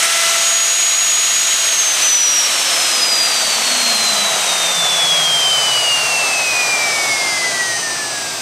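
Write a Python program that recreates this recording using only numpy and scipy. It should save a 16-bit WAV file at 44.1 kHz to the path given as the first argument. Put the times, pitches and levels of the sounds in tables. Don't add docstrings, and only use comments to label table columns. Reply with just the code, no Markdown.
import sys
import numpy as np
from scipy import signal
from scipy.fft import rfft, irfft, next_fast_len
from scipy.io import wavfile

SR = 44100
rng = np.random.default_rng(int(sys.argv[2]) if len(sys.argv) > 2 else 0)


def level_to_linear(level):
    exponent = np.asarray(level, float) / 20
    return 10 ** exponent


def store_wav(level_fs):
    pcm = np.round(np.clip(np.atleast_2d(level_fs), -1, 1) * 32767)
    wavfile.write(sys.argv[1], SR, pcm.T.astype(np.int16))


N = 370881


def seconds():
    return np.arange(N) / SR


def phase(hz):
    return 2 * np.pi * np.cumsum(hz) / SR


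def rms_one(x):
    return x / np.sqrt(np.mean(x ** 2) + 1e-20)


def in_time(rows):
    time_s, *columns = np.transpose(rows)
    return [np.interp(seconds(), time_s, column) for column in columns]


def at_hz(points, hz):
    points_hz, points_db = np.transpose(points)
    return np.interp(np.log(hz + 1), np.log(points_hz), points_db)


def colour(x, points):
    size = next_fast_len(N)
    gain = level_to_linear(at_hz(points, np.fft.rfftfreq(size, 1 / SR)))
    return irfft(rfft(x, size) * gain, size)[..., :N]


def drift(rate_hz):
    step, settle = 40, 2000
    pole = np.exp(-2 * np.pi * rate_hz * step / SR)
    noise = rng.standard_normal(N // step + settle + 2)
    slow = signal.lfilter([1], [1, -2 * pole, pole * pole], noise)[settle:]
    return np.interp(np.arange(N) / step, np.arange(len(slow)), rms_one(slow))


def rush(spectrum, low_hz, high_hz, flicker_db):
    x = colour(rng.standard_normal(N), spectrum)
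    bandpass = signal.butter(4, [low_hz, high_hz], "band", fs=SR, output="sos")
    return x / np.std(signal.sosfilt(bandpass, x)) * level_to_linear(flicker_db * drift(21))


def tone(angle, db, wobble_db):
    level = np.sqrt(2) * level_to_linear(db + wobble_db * drift(40))
    return level * np.sin(angle + 2 * np.pi * rng.random())


def resonate(x, modes):
    for hz, width_hz, db in modes:
        x = x + (level_to_linear(db) - 1) * signal.lfilter(*signal.iirpeak(hz, hz / width_hz, SR), x)
    return x


def shaft_speed():
    free_hz, sag_hz, unload_s, recover_s, off_s = 336.15, .55, .4, .4, 1.6009
    drag_per_s, drag_scale_hz, drag_centre_hz = .11289, 198.01, 32.47
    t = seconds()
    start = np.arctan((free_hz - drag_centre_hz) / drag_scale_hz)
    coast = drag_centre_hz + drag_scale_hz * np.tan(start - drag_per_s * np.maximum(t - off_s, 0))
    return coast - sag_hz * np.clip(1 - (t - unload_s) / recover_s, 0, 1)


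# (time [s], level [dB])
CHIPS_DB = [
    (0, -18.5),
    (.2, -24),
    (.4, -30),
    (.6, -30),
    (.8, -35),
    (1.2, -42),
    (8.41, -70),
]
# (frequency [Hz], density [dB per Hz])
CHIP_SPECTRUM = [(60, -64), (500, -24), (900, -14), (1400, 0), (1900, 4), (2500, 3), (4000, -7), (9000, 2),
                 (13000, -16)]
# (time [s], level [dB])
BITE_DB = [
    (0, -35),
    (.3, -29.5),
    (.7, -36.5),
    (1.1, -50),
    (8.41, -80),
]
# (frequency [Hz], level [dB])
BIT_GLIDE = [(160, -68), (380, -54), (470, -53), (520, -43), (600, -45), (672, -41)]
# (multiple of shaft [-], level re cutter [dB])
FLUTE_OVERTONES = [(4, 5), (5, -3), (6, 5), (7, -35), (8, -16), (18, -19)]


def cutter(angle, shaft_hz):
    chips_db = in_time(CHIPS_DB)[0]
    cutter_db = np.maximum(at_hz(BIT_GLIDE, 2 * shaft_hz), in_time(BITE_DB)[0])
    biting_db = np.clip(chips_db + 23, -60, 0) * 0.68
    tones = tone(2 * angle, cutter_db, 2.5)
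    for multiple, db in FLUTE_OVERTONES:
        tones += tone(multiple * angle, cutter_db + biting_db + db, 1.0)
    pulses = 1 + 0.75 * np.sin(2 * angle)
    chips = level_to_linear(chips_db) * pulses * rush(CHIP_SPECTRUM, 500, 13000, 1.9)
    return tones, chips


# (frequency [Hz], level [dB])
IMBALANCE_GLIDE = [(80, -70), (112, -60), (155, -55), (165, -38), (182, -50), (212, -44.5), (290, -48.5),
                   (336, -53)]
# (frequency [Hz], level [dB])
SLOT_GLIDE = [(1420, -60), (1530, -34.5), (1960, -32), (2150, -47), (2500, -45), (3400, -41), (4000, -36),
              (5400, -43)]
# (time [s], level [dB])
BURIED_DB = [
    (0, -31),
    (.27, -33),
    (.36, -46),
    (.8, -60),
    (8.41, -80),
]


def armature(angle, shaft_hz):
    imbalance = tone(angle, at_hz(IMBALANCE_GLIDE, shaft_hz), 1.4)
    slots = tone(16 * angle, at_hz(SLOT_GLIDE, 16 * shaft_hz), 1.9)
    return imbalance + slots + tone(16 * angle, in_time(BURIED_DB)[0], 1.5)


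# (time [s], level [dB])
WHISTLE_DB = [(0, -28), (.33, -26.5), (.5, -16.5), (1.1, -16.5), (1.6, -19.5), (1.85, -18.5), (2.2, -13.5),
              (2.45, -17), (2.6, -25.5), (3.1, -18.5), (3.6, -22.5), (4.1, -19), (4.45, -23), (5.1, -15.5),
              (6.2, -19.5), (7.6, -23), (8.0, -25.5), (8.41, -37)]
# (time [s], change [dB], half width [s])
ROOM_CROSSINGS = [(.08, -10, .04), (.36, -8, .02), (.74, -1.5, .08), (1.8, 4, .03), (1.98, -14, 0.056),
                  (2.5, -12, .03), (2.74, 4, 0.021), (2.9, -4, .08), (3.03, 7, 0.022), (3.13, 5, .03),
                  (3.22, 4.5, 0.059), (3.58, -7, 0.019), (3.62, -10, 0.018), (4.15, -14, 0.017),
                  (4.36, -7, 0.09), (4.45, -8, .05), (4.58, -5.5, 0.046), (5.93, 3.5, 0.072),
                  (6.6, 4.5, 0.059), (6.67, -5, .025), (6.73, 3, 0.064), (6.85, 2.5, .05), (7.12, 5, 0.043),
                  (7.46, 6, 0.018), (7.52, -6, .03), (7.61, 7, 0.024), (7.8, -16, .03), (7.96, -8, 0.046),
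                  (8.09, -8, .03)]
# (time [s], level [dB])
OCTAVE_DB = [(0, -58), (1.8, -56), (2.1, -42), (3, -38), (3.3, -46), (4.0, -35), (4.4, -46), (5.3, -44),
             (5.75, -32), (6.1, -45), (8.41, -50)]
# (multiple of shaft [-], level re whistle [dB])
SIDE_TONES = [(17, -50), (19, -41), (21, -21)]


def fan_whistle(angle):
    blade_db = in_time(WHISTLE_DB)[0]
    for time_s, db, half_s in ROOM_CROSSINGS:
        blade_db += np.interp(seconds(), [time_s - half_s, time_s, time_s + half_s], [0, db, 0])
    whistle = tone(20 * angle, blade_db, 1.3) + tone(40 * angle, in_time(OCTAVE_DB)[0], 2.0)
    side_tones = sum(tone(multiple * angle, blade_db + db, 3.4) for multiple, db in SIDE_TONES)
    return whistle, side_tones


# (time [s], brush hiss [dB], hose rush [dB])
AIR_DB = [(0, -21.5, -30.5), (.28, -18.5, -33.5), (.5, -20.5, -44), (1.0, -21, -41), (1.6, -19.5, -42),
          (1.9, -22, -34), (2.0, -19, -30.5), (2.2, -24, -36.5), (2.5, -22, -30), (2.85, -22, -25.5),
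          (3.1, -24.5, -26.5), (3.7, -24.5, -25), (4.4, -24, -22.5), (5.2, -26, -22.5), (6.2, -25.5, -22.5),
          (7.1, -24.5, -23.5), (7.8, -31.5, -27), (8.41, -29.5, -30)]
# (shaft speed [Hz], level [dB])
FAN_SHARE_DB = [(78, 6), (108, 1), (122, 6), (135, 8), (220, 10), (290, 4.5), (336, 1)]
# (frequency [Hz], density [dB per Hz])
FAN_SPECTRUM = [(60, -61), (180, -19.5), (300, -21), (520, -13.5), (700, -11.5), (2070, -4.5), (2600, -3),
                (4600, -5.5), (5300, -4.5), (7000, -6), (9200, -7), (9900, -16.5), (12500, -17.5),
                (15500, -31.5)]
# (frequency [Hz], density [dB per Hz])
HISS_SPECTRUM = [(800, -42), (1900, -13.5), (2800, -21), (3700, -6.5), (5200, -21), (6000, -10),
                 (7900, -12), (9200, -14), (9900, -17), (12000, -17), (13500, -36), (15500, -23)]
# (frequency [Hz], width [Hz], lift [dB])
BODY_MODES = [(1260, 120, 4), (3120, 400, 3), (4010, 250, 4), (5300, 350, -3), (6050, 400, 5),
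              (8060, 300, 3)]


def fan_and_brush_noise(angle, shaft_hz):
    hiss_db = in_time(AIR_DB)[0]
    slowing_db = 20 * np.log10(shaft_hz / shaft_hz.max())
    fan_db = hiss_db + at_hz(FAN_SHARE_DB, shaft_hz) - 5 + 1.3 * slowing_db
    fan = level_to_linear(fan_db) * rush(FAN_SPECTRUM, 7000, 15000, .4)
    throb = 1 + 0.2 * np.sin(angle)
    hiss = level_to_linear(hiss_db - 10.0 - 0.17 * slowing_db) * throb * rush(HISS_SPECTRUM, 5700, 15000, 0.59)
    return resonate(fan + hiss, BODY_MODES)


# (multiple of shaft [-], level above the rest [dB])
PROUD_BARS = [(25, 3), (29, 1), (30, 2), (32, 7), (33, 7), (35, 3), (38, 2), (40, 6), (41, 2), (43, 3),
              (48, 6), (54, 3), (57, 3), (60, 3), (64, 5), (65, 5), (66, 3), (67, 2), (70, 3), (77, 3),
              (88, 2), (90, 2), (91, 3), (95, 2), (96, 5), (97, 3), (99, 2), (109, 3)]
# (frequency [Hz], level of one multiple [dB])
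HOUSING_COLOUR = [(1500, -52), (3500, -47), (4300, -44), (4900, -39), (5450, -44), (6000, -39), (6900, -46),
                  (8300, -42), (9300, -47), (9900, -58), (12000, -59), (15500, -73)]
# (time [s], level [dB])
SONG_DB = [(0, -9), (1.7, -9), (2.3, -4), (3.5, 2), (5.7, 4), (6.8, 3), (7.5, 3), (8.41, -2)]


def brush_song(angle, shaft_hz):
    proud_db = dict(PROUD_BARS)
    block = 64
    coarse_hz = shaft_hz[::block]
    blocks = len(coarse_hz)
    turn = np.exp(1j * angle).astype(np.complex64)
    spin = turn ** 21
    out = np.zeros(N)
    for k in range(22, 120):
        spin = spin * turn
        plain_db = rng.normal(-1.5, 1.8) - .04 * max(k - 65, 0)
        spread_db = 1.5 if k in proud_db else 3
        fading_db = np.interp(np.arange(blocks), np.linspace(0, blocks, 40), rng.normal(0, spread_db, 40))
        level_db = at_hz(HOUSING_COLOUR, k * coarse_hz) + proud_db.get(k, plain_db) + fading_db
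        level = np.repeat(np.sqrt(2) * level_to_linear(level_db), block)[:N]
        start = np.complex64(np.exp(2j * np.pi * rng.random()))
        out += level * (spin * start).real
    return level_to_linear(in_time(SONG_DB)[0]) * out


def router():
    shaft_hz = shaft_speed()
    angle = phase(shaft_hz)
    cutter_tones, chips = cutter(angle, shaft_hz)
    whistle, side_tones = fan_whistle(angle)
    direct = cutter_tones + armature(angle, shaft_hz) + whistle
    noise = fan_and_brush_noise(angle, shaft_hz) + chips
    return direct, noise, side_tones + brush_song(angle, shaft_hz)


# (frequency [Hz], level [dB])
IMPELLER_GLIDE = [(118, -63), (128, -52), (148, -45), (158, -58), (173, -41), (190, -62), (208, -41),
                  (255, -37.5), (280, -54), (340, -45)]
# (frequency [Hz], density [dB per Hz])
HOSE_SPECTRUM = [(60, -65), (130, -13.5), (200, -15.5), (350, -15), (460, -7.5), (700, -1), (920, -4),
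                 (1220, -3), (1690, -7), (2460, -5), (3300, -13), (4300, -27), (7000, -60)]
# (frequency [Hz], width [Hz], lift [dB])
HOSE_MODES = [(676, 51, 5), (1220, 32, 1.5), (830, 36, 2)]


def vacuum():
    run_hz, off_s, drag = 341.6, 3.17, .0018
    hose_db = in_time(AIR_DB)[1]
    shaft_hz = run_hz / (1 + run_hz * drag * np.maximum(seconds() - off_s, 0))
    motor_db = at_hz(IMPELLER_GLIDE, shaft_hz) + 1.4 * (hose_db + 25)
    motor = tone(phase(shaft_hz), motor_db, 2.6)
    return motor + level_to_linear(hose_db - 4.5) * resonate(rush(HOSE_SPECTRUM, 400, 1207, 0.86), HOSE_MODES)


# (time [s], level [dB])
RUMBLE_DB = [
    (0, -62),
    (2, -64),
    (3, -61),
    (5, -62),
    (5.6, -58),
    (6.4, -56),
    (6.7, -51),
    (7.5, -50),
    (8.41, -50),
]
# (frequency [Hz], density [dB per Hz])
RUMBLE_SPECTRUM = [(20, -22), (45, -17), (60, -6), (90, -28), (115, 2.5), (165, 4.5), (190, -6), (300, 4),
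                   (450, 3.5), (700, -12)]
# (frequency [Hz], level [dB])
MACHINE_HUM = [(56.5, -69), (113, -50.5), (168, -54), (226, -50), (281, -49), (339, -47.5), (394, -47)]


def workshop():
    level_db = in_time(RUMBLE_DB)[0]
    lift_db = level_db - level_db[-SR:].mean()
    hum = sum(tone(2 * np.pi * hz * seconds(), db + 1.6 * lift_db, .8) for hz, db in MACHINE_HUM)
    return hum + level_to_linear(level_db - 3.5) * rush(RUMBLE_SPECTRUM, 40, 128, 1.2)


def echoes(x):
    t60_s, first_echo_s = .3, .003
    t = np.arange(SR // 2) / SR
    reply = rng.standard_normal(len(t)) * level_to_linear(-60 * t / t60_s) * (t > first_echo_s)
    return signal.fftconvolve(x, reply / np.linalg.norm(reply))[:N]


# (frequency [Hz], side re mid [dB])
SIDE_COLOUR = [(60, -35), (250, -25), (700, -18.5), (1300, -23), (2200, -20), (2900, -29), (6200, -28),
               (7900, -21.5), (9600, -20.5), (15000, -24)]


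def scene():
    direct, noise, gliding = router()
    wet = level_to_linear(-7)
    in_room = (gliding + wet * echoes(gliding)) / np.hypot(1, wet)
    mid = direct + noise + in_room + vacuum() + workshop()
    side = colour(echoes(mid), SIDE_COLOUR) + .015 * mid
    side += 0.073 * np.roll(direct, 2)
    return np.array([mid + side, mid - side])


def band_limit(x):
    return signal.sosfilt(signal.butter(12, 17080, fs=SR, output="sos"), x)


def record(dry):
    bass_hz, top_hz, ceiling = 60, 16050, .95
    thin = signal.sosfilt(signal.butter(2, bass_hz, "high", fs=SR, output="sos"), dry)
    limited = ceiling * np.tanh(thin / ceiling)
    mix = signal.sosfilt(signal.cheby2(16, 70, top_hz, fs=SR, output="sos"), limited)
    return band_limit(mix)


dry = scene()
out = record(dry)
store_wav(out)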